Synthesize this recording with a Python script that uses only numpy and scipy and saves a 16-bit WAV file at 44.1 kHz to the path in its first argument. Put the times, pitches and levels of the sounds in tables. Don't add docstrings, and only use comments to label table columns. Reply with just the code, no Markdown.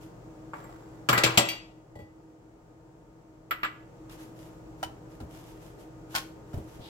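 import sys
import numpy as np
from scipy import signal
from scipy.fft import irfft
from scipy.io import wavfile
from scipy.ndimage import uniform_filter1d

SR = 44100
rng = np.random.default_rng(int(sys.argv[2]) if len(sys.argv) > 2 else 0)


def int16_out(signal):
    q = np.round(np.clip(np.atleast_2d(signal).T, -1, 1) * 32767)
    wavfile.write(sys.argv[1], SR, q.astype(np.int16))


N = 303836
TIME = np.arange(N) / SR
AGE = np.arange(int(SR * .6)) / SR


def undb(db):
    return 10 ** (np.asarray(db) / 20)


def along(points, hz):
    point_hz, value = np.transpose(points)
    return np.interp(np.log(hz + 1e-3), np.log(point_hz), value)


def fade(t60_s):
    return np.exp(-np.log(1000) * AGE / t60_s)


def onset(rise_s):
    return 1 - np.exp(-AGE / rise_s)


def ramp(start_s, length_s):
    return np.sin(np.pi / 2 * np.clip((TIME - start_s) / length_s, 0, 1)) ** 2


STROKE_SHARPNESS = 1.78


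def stroke(start_s, rise_s):
    x = np.maximum(TIME - start_s, 0) / rise_s
    return (x * np.exp(1 - x)) ** STROKE_SHARPNESS


def unit(x):
    return x / np.sqrt(np.mean(x ** 2))


def blow(x):
    return x / np.sqrt(np.mean(x[:, :int(.03 * SR)] ** 2))


def pan(x, left_db):
    return x * undb(np.array([[left_db], [-left_db]]) / 2)


def add(out, start_s, x):
    i = int(start_s * SR)
    out[:, i:i + x.shape[1]] += x[:, :N - i]


def walk(rate_hz):
    hold = int(SR / rate_hz)
    steps = np.repeat(rng.standard_normal(N // hold + 1), hold)
    slewed = uniform_filter1d(uniform_filter1d(steps, hold), hold)
    return unit(slewed[:N])


# frequency in Hz, correlation.
LIKENESS = [(100, .92), (280, 1), (550, 0.32), (1100, -0.014), (2200, -0.3), (5000, 0)]


def noise(spectrum, size):
    hz = np.fft.rfftfreq(size, 1 / SR)
    mid, side = np.exp(2j * np.pi * rng.random((2, len(hz))))
    alike = np.clip(along(LIKENESS, hz), -1, 1)
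    pair = mid * np.sqrt(1 + alike) + side * np.sqrt(1 - alike) * np.array([[1], [-1]])
    return unit(irfft(pair * undb(along(spectrum, hz)), size))


def ring(modes, pitch=1):
    out = 0
    for hz, db, t60_s in modes:
        alike = np.clip(along(LIKENESS, hz), -1, 1)
        apart = np.arccos(alike) * np.array([[.5], [-.5]])
        phase = 2 * np.pi * (hz * pitch * AGE + rng.random()) + apart
        out = out + undb(db) * fade(t60_s) * np.sin(phase)
    return out * onset(0.00047)


def hump(hz, skirt_db):
    return [(hz * 2. ** k, skirt_db * abs(k) ** 2.2) for k in (-2, -1, -.5, 0, .5, 1, 2, 4)]


def favour(modes, centre_hz, db_per_octave):
    return [(hz, db + db_per_octave * abs(np.log2(hz / centre_hz)), t60_s) for hz, db, t60_s in modes]


def room(sound, t60_s, treble_t60_s):
    low_colour = [(60, -10.5), (300, -2), (2500, -2.5), (7000, -7.5), (15000, -31.5)]  # Hz, dB per Hz
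    high_colour = [(2000, -14.5), (6000, -1.0), (15000, 2)]
    low = noise(low_colour, len(AGE)) * fade(t60_s)
    high = noise(high_colour, len(AGE)) * fade(treble_t60_s)
    tail = (low + undb(5) * high) * onset(.007)
    tail = tail / np.sqrt(np.sum(tail ** 2) / 2)
    return signal.fftconvolve(sound, tail, axes=1)[:, :N]


# frequency in Hz, rms level in dB before the gains in kitchen().
HUM_LINES = [(118.4, -66), (161.5, -69), (317.6, -62.5), (414.5, -74), (479.1, -72.5), (915.2, -77.5),
             (1238, -82.5), (1437, -89.5)]
# frequency in Hz, left minus right in dB.
HUM_SIDE = [(120, 4), (318, -2), (900, 2)]
# frequency in Hz, relative level in dB per Hz.
FAN_COLOUR = [(22, -34.5), (38, -5.5), (65, -12), (100, -14), (140, -7.5), (250, -17.5), (292, -12),
              (319, -0.5), (352, -14.5), (620, -15), (1700, -31.5), (3800, -43), (7600, -40.5), (9200, -51)]
FAN_REL_DB, HUM_REL_DB, KITCHEN_GAIN_DB = -55.5, 1.92, 6.5
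LULL_START_S, LULL_END_S, LULL_FADE_S, LULL_DB = 1.2, 3.46, .75, -6


def kitchen():
    hum = 0
    for hz, db in HUM_LINES:
        phase = 2 * np.pi * hz * TIME + .7 * walk(14)
        level = np.sqrt(2) * undb(db + 1.7 * walk(10))
        hum = hum + level * pan(np.sin(phase), along(HUM_SIDE, hz))
    fan = noise(FAN_COLOUR, N) * undb(FAN_REL_DB + 0.1 * walk(6.9))
    lull = ramp(LULL_START_S, LULL_FADE_S) - ramp(LULL_END_S, LULL_FADE_S)
    return (pan(fan, left_db=1.5) + undb(HUM_REL_DB) * hum) * undb(KITCHEN_GAIN_DB + LULL_DB * lull)


# start in seconds, time to full speed in seconds, level in dB.
RUBS = [(0, 0.033, -57.5), (4.095, 0.03, -54), (4.16, 0.051, -54.5), (4.33, 0.083, -59),
        (5.08, 0.045, -64.5), (5.28, 0.073, -55.5), (5.4, 0.085, -59.5), (5.58, 0.066, -59.5),
        (5.77, 0.037, -60.5), (6.44, 0.12, -64), (6.61, 0.11, -60), (6.79, .07, -59.5)]
# frequency in Hz, relative level in dB per Hz.
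RUB_COLOUR = [(300, -2), (900, 11), (2000, 5.5), (3000, 6), (4200, 1), (6500, 1.5), (10000, -2.5),
              (13000, 1), (15500, -11)]
GRAINS_PER_S, GRAIN_T60_S, GRAIN_REL_DB = 55, .012, -9.5
ROLL_START_S, ROLL_ATTACK_S, ROLL_DB = 6.785, 0.061, -53.5


def rubbing():
    slips = unit(undb(0.56 * walk(400) + 1.04 * walk(47)))
    ticks = (rng.random(N) < GRAINS_PER_S / SR) * rng.standard_normal(N)
    grain = noise(RUB_COLOUR, len(AGE)) * fade(GRAIN_T60_S)
    grains = unit(signal.fftconvolve(ticks[None], grain, axes=1)[:, :N])
    speed = np.sqrt(sum((undb(db) * stroke(start_s, rise_s)) ** 2 for start_s, rise_s, db in RUBS))
    sliding = (slips * noise(RUB_COLOUR, N) + undb(GRAIN_REL_DB) * grains) * speed
    roll = undb(ROLL_DB) * ramp(ROLL_START_S, ROLL_ATTACK_S)
    return sliding + slips * noise(hump(3500, skirt_db=-40), N) * roll


# start in seconds, length in seconds, starting level in dB.
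PUSHES = [(.53, .55, -49), (1.09, 0.44, -31.5)]
PUSH_ATTACK_S, PUSH_RELEASE_S, PUSH_SAG_DB_PER_S = .02, 0.05, 33
# frequency in Hz, relative level in dB, t60 in seconds.
GLASS_MODES = [(1967, 3, .33), (3311, -11, .22), (4570, -9, .18), (7460, -9, .05), (7532, 1, .14),
               (7620, -8, .06), (7950, -17, .1), (12100, -10, .06), (12190, -6, .08), (12260, -5, .09),
               (12380, -10, .07), (15400, -13, .07), (15480, -10, .1), (15590, -13, .07)]


def drag():
    grit_colour = [(150, -13.0), (550, 0.0), (850, 2.5), (1400, -2.5), (2500, -15.5), (4500, -21),
                   (15000, -29.5)]
    grit = unit(noise(grit_colour, N) * undb(3 * walk(300)))
    singing = unit(signal.fftconvolve(rng.standard_normal((2, N)), ring(GLASS_MODES), axes=1)[:, :N])
    effort = 0
    for start_s, length_s, db in PUSHES:
        sagging = undb(db - PUSH_SAG_DB_PER_S * np.maximum(TIME - start_s, 0))
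        gate = ramp(start_s, PUSH_ATTACK_S) * (1 - ramp(start_s + length_s, PUSH_RELEASE_S))
        effort = effort + sagging * gate
    return pan(grit + undb(-15.5) * singing, left_db=-0.5) * effort


# start in seconds, force in dB, clack level in dB, clack pitch in Hz,
# glass ring level in dB, pitch that rings most in Hz.
KNOCKS = [(0.534, -45.5, -39, 1030, -62, 7500), (.64, -54.5, -54, 1100, -53, 9100),
          (1.088, -25.5, -22, 1193, -26.5, 9500), (1.128, -31.5, -22, 1300, -25.5, 12200),
          (1.15, -40, -36, 1700, -26.5, 1967), (1.177, -27, -26, 1400, -26, 5490),
          (1.2357, -24, -22.5, 2500, -27.5, 7026), (1.262, -31.5, -27, 1150, -30, 7500),
          (1.374, -22, -24.5, 800, -15.5, 7500), (1.384, -28, -27, 550, -29, 3000),
          (1.954, -46, -70, 600, -53, 2500), (1.989, -47.5, -68, 600, -53, 2700)]
# frequency in Hz, relative level in dB, t60 in seconds.
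COUNTER_MODES = [(122.5, -2, 0.38), (168.2, -4, 0.11), (245.6, -5, 0.056), (323.8, -5.5, 0.2),
                 (498.6, -2.5, 0.1), (581.3, -1.5, 0.26), (834, -4.5, 0.22)]
TILE_MODES = [(1149, -3, 0.059), (1202, 0.5, 0.088), (1376, 1, 0.11), (1390, -4.5, 0.045),
              (1610, -7, 0.098), (1657, -6.5, .14), (2300, -3.5, 0.21), (2618, -4.5, 0.13)]
# frequency in Hz, relative level in dB per Hz.
THUMP_COLOUR = [(50, -28), (110, -4), (220, 2.5), (550, -1.5), (900, -8), (1800, -33.5)]
CRACK_COLOUR = [(900, -27.5), (2000, -7), (3000, -1), (4500, -6.5), (7000, -13), (10000, -19), (15500, -24)]
# multiple of the clack pitch, relative level in dB per Hz.
CONTACT_COLOUR = [(.2, -31), (.6, -9.5), (.9, 2.5), (1.15, 0), (1.5, -6), (2.1, -9.5), (3.199, -28),
                  (6, -48.5)]
KNOCK_T60_S, CRACK_T60_S, RING_DB_PER_OCTAVE = 0.15, 0.11, -9
HARD_DB, CRACK_GROWTH_DB_PER_DB = -26, 2.2


def knocks():
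    out = np.zeros((2, N))
    for start_s, force_db, clack_db, clack_hz, ring_db, ring_hz in KNOCKS:
        rumble = blow(noise(THUMP_COLOUR, len(AGE)) * fade(0.12))
        thump = blow(blow(ring(COUNTER_MODES)) + undb(-1.0) * rumble) * onset(.002)
        contact = hump(clack_hz, skirt_db=-8.0)
        tile = ring([(hz, db + along(contact, hz), t60_s) for hz, db, t60_s in TILE_MODES])
        colour = [(clack_hz * ratio, db) for ratio, db in CONTACT_COLOUR]
        burst = blow(noise(colour, len(AGE)) * fade(KNOCK_T60_S) * onset(.0005))
        clack = blow(burst + undb(-5.0) * blow(tile))
        chatter = undb(1.7 * walk(600)[:len(AGE)])
        crack = blow(noise(CRACK_COLOUR, len(AGE)) * fade(CRACK_T60_S) * chatter * onset(.0004))
        crack_db = HARD_DB + CRACK_GROWTH_DB_PER_DB * (force_db - HARD_DB)
        glass = ring(favour(GLASS_MODES, ring_hz, RING_DB_PER_OCTAVE))
        add(out, start_s, undb(force_db) * pan(thump, left_db=2.5))
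        add(out, start_s, undb(clack_db) * pan(clack, left_db=3.0))
        add(out, start_s, undb(crack_db) * pan(crack, left_db=4.0))
        add(out, start_s, undb(ring_db) * pan(glass, left_db=0.5))
    return out


# start in seconds, level in dB.
CLINKS = [(1.487, -30.5), (1.953, -82), (2.002, -66.5)]
# frequency in Hz, relative level in dB, t60 in seconds.
RIM_MODES = [(1967, -5.5, 0.35), (2293, -2, .14), (2330, 1, 0.15), (2560, -0.5, .17), (2660, -13, .12),
             (2805, -4, 0.33), (3020, -12, .12), (3311, -1.5, 0.24), (3429, -9, 0.24), (4610, -3.5, 0.27),
             (5335, -12, 0.18), (5990, -7.5, 0.19), (8527, -8, 0.14), (12050, -4, 0.14)]


def clinks():
    out = np.zeros((2, N))
    for start_s, db in CLINKS:
        tick = blow(noise(CRACK_COLOUR, len(AGE)) * fade(0.21))
        clink = blow(ring(RIM_MODES)) + undb(-6.0) * tick
        add(out, start_s, undb(db) * pan(clink, left_db=3.0))
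    return out


def bowl():
    direct = knocks() + clinks() + drag()
    return direct + undb(-11.5) * room(direct, t60_s=0.43, treble_t60_s=0.21)


# start in seconds, level in dB.
THUDS = [(1.96, -48.5), (2.018, -46.5), (4.85, -48), (5.207, -42), (5.231, -42), (6.538, -33.5),
         (6.573, -36.5), (6.795, -46.5)]
# frequency in Hz, relative level in dB, t60 in seconds.
BOUNCE_MODES = [(57, -15, .14), (86, -13, 0.12), (104, -3.5, 0.044), (262, -7, 0.046)]
# frequency in Hz, relative level in dB per Hz.
THUD_COLOUR = [(25, -20), (50, -18), (85, 1.5), (140, -10), (260, -18.5), (600, -20.5), (1200, -38),
               (4000, -53)]
THUD_T60_S = .17


def thuds():
    out = np.zeros((2, N))
    for start_s, db in THUDS:
        dull_noise = blow(noise(THUD_COLOUR, len(AGE)) * fade(THUD_T60_S))
        body = blow(ring(BOUNCE_MODES)) + undb(6) * dull_noise
        add(out, start_s, undb(db) * blow(body * onset(0.0017)))
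    return out


# start in seconds, level in dB, thin high ring level in dB, ring pitch in Hz.
PIN_KNOCKS = [(3.509, -27.5, -30.5, 12060), (3.6316, -28, -42.5, 12200), (3.646, -31, -38.5, 9800)]
# frequency in Hz, relative level in dB per Hz.
WOOD_COLOUR = [(100, -13), (300, -13.5), (850, -11.5), (1230, 2), (1650, -4.5), (2200, -5), (3000, -8.5),
               (4500, -21.5), (6500, -36), (10000, -54), (15000, -53)]
# frequency in Hz, relative level in dB, t60 in seconds.
WOOD_MODES = [(1175, -1.5, 0.075), (1217, 0, 0.091), (1317, -3, 0.07), (1435, 2.5, 0.061),
              (1684, -2.5, .08), (1974, -7, 0.25), (2760, -10, .08)]


def pin():
    out = np.zeros((2, N))
    for start_s, db, ring_db, ring_hz in PIN_KNOCKS:
        clack = blow(noise(WOOD_COLOUR, len(AGE)) * fade(0.13) * onset(0.00045))
        body = blow(ring(WOOD_MODES))
        knock = blow(pan(clack, left_db=3) + undb(-2) * pan(body, left_db=-6.5))
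        thin_ring = ring(favour(GLASS_MODES, ring_hz, db_per_octave=-22.5))
        add(out, start_s, undb(db) * knock)
        add(out, start_s, undb(ring_db) * pan(thin_ring, left_db=-3))
    return out + undb(-13.5) * room(out, t60_s=0.47, treble_t60_s=0.41)


# start in seconds, wet smack level in dB, plate level in dB,
# plate pitch factor, pitch that rings most in Hz (before that factor), left minus right of the plate in dB.
SLAPS = [(4.094, -59, -66, .91, 2500, 0), (4.828, -41.5, -33, 0.94, 780, -2),
         (4.833, -46.5, -41, 0.99, 2300, 2), (5.202, -58, -52, 0.96, 890, -1),
         (6.143, -48, -44, .98, 1400, 2), (6.15, -31, -34, 1.05, 1450, 0),
         (6.161, -33, -35.5, 1.04, 1430, 1), (6.175, -38.5, -39.5, 1.04, 950, 0),
         (6.532, -59.5, -56, 0.98, 1300, 0)]
# frequency in Hz, relative level in dB per Hz.
SMACK_COLOUR = [(300, -7.5), (800, -12), (1500, 1.5), (2000, -2), (3000, -3), (5000, -4), (8000, -10.5),
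                (12000, -12), (15500, -18)]
# frequency in Hz at pitch factor 1, relative level in dB, t60 in seconds.
PLATE_MODES = [(638, -4.5, 0.04), (750, -2.5, 0.044), (804, 0, 0.061), (875, -1, .05), (1032, -9.5, 0.17),
               (1306, -10, 0.055), (1420, -0.5, 0.047), (1618, -3, 0.024), (3060, -2, 0.1)]
SLAP_RISE_S, SLAP_T60_S, PLATE_DB_PER_OCTAVE = 0.00095, 0.089, -8
BRUSH_LEAD_S, BRUSH_REL_DB = 0.072, -26.5


def slaps():
    out = np.zeros((2, N))
    brush = 0
    contact = onset(SLAP_RISE_S)
    for start_s, smack_db, plate_db, pitch, ring_hz, left_db in SLAPS:
        patches = undb(3.8 * walk(527)[:len(AGE)])
        smack = blow(noise(SMACK_COLOUR, len(AGE)) * patches * fade(SLAP_T60_S) * contact)
        plate = blow(ring(favour(PLATE_MODES, ring_hz, PLATE_DB_PER_OCTAVE), pitch) * contact)
        add(out, start_s, undb(smack_db) * pan(smack, left_db=1.6))
        add(out, start_s, undb(plate_db) * pan(plate, left_db))
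        brush = brush + undb(smack_db + BRUSH_REL_DB) * stroke(start_s - BRUSH_LEAD_S, BRUSH_LEAD_S)
    return out + brush * noise(RUB_COLOUR, N)


def dough():
    direct = slaps() + thuds() + rubbing()
    return direct + undb(-14.5) * room(direct, t60_s=0.36, treble_t60_s=0.25)


def scene():
    return bowl() + pin() + dough() + kitchen()


TOP_HZ = 15900


def record(dry):
    rounded = np.tanh(dry)
    lowpass = signal.ellip(8, .2, 70, TOP_HZ, fs=SR, output="sos")
    return signal.sosfilt(lowpass, rounded)


dry = scene()
out = record(dry)
int16_out(out)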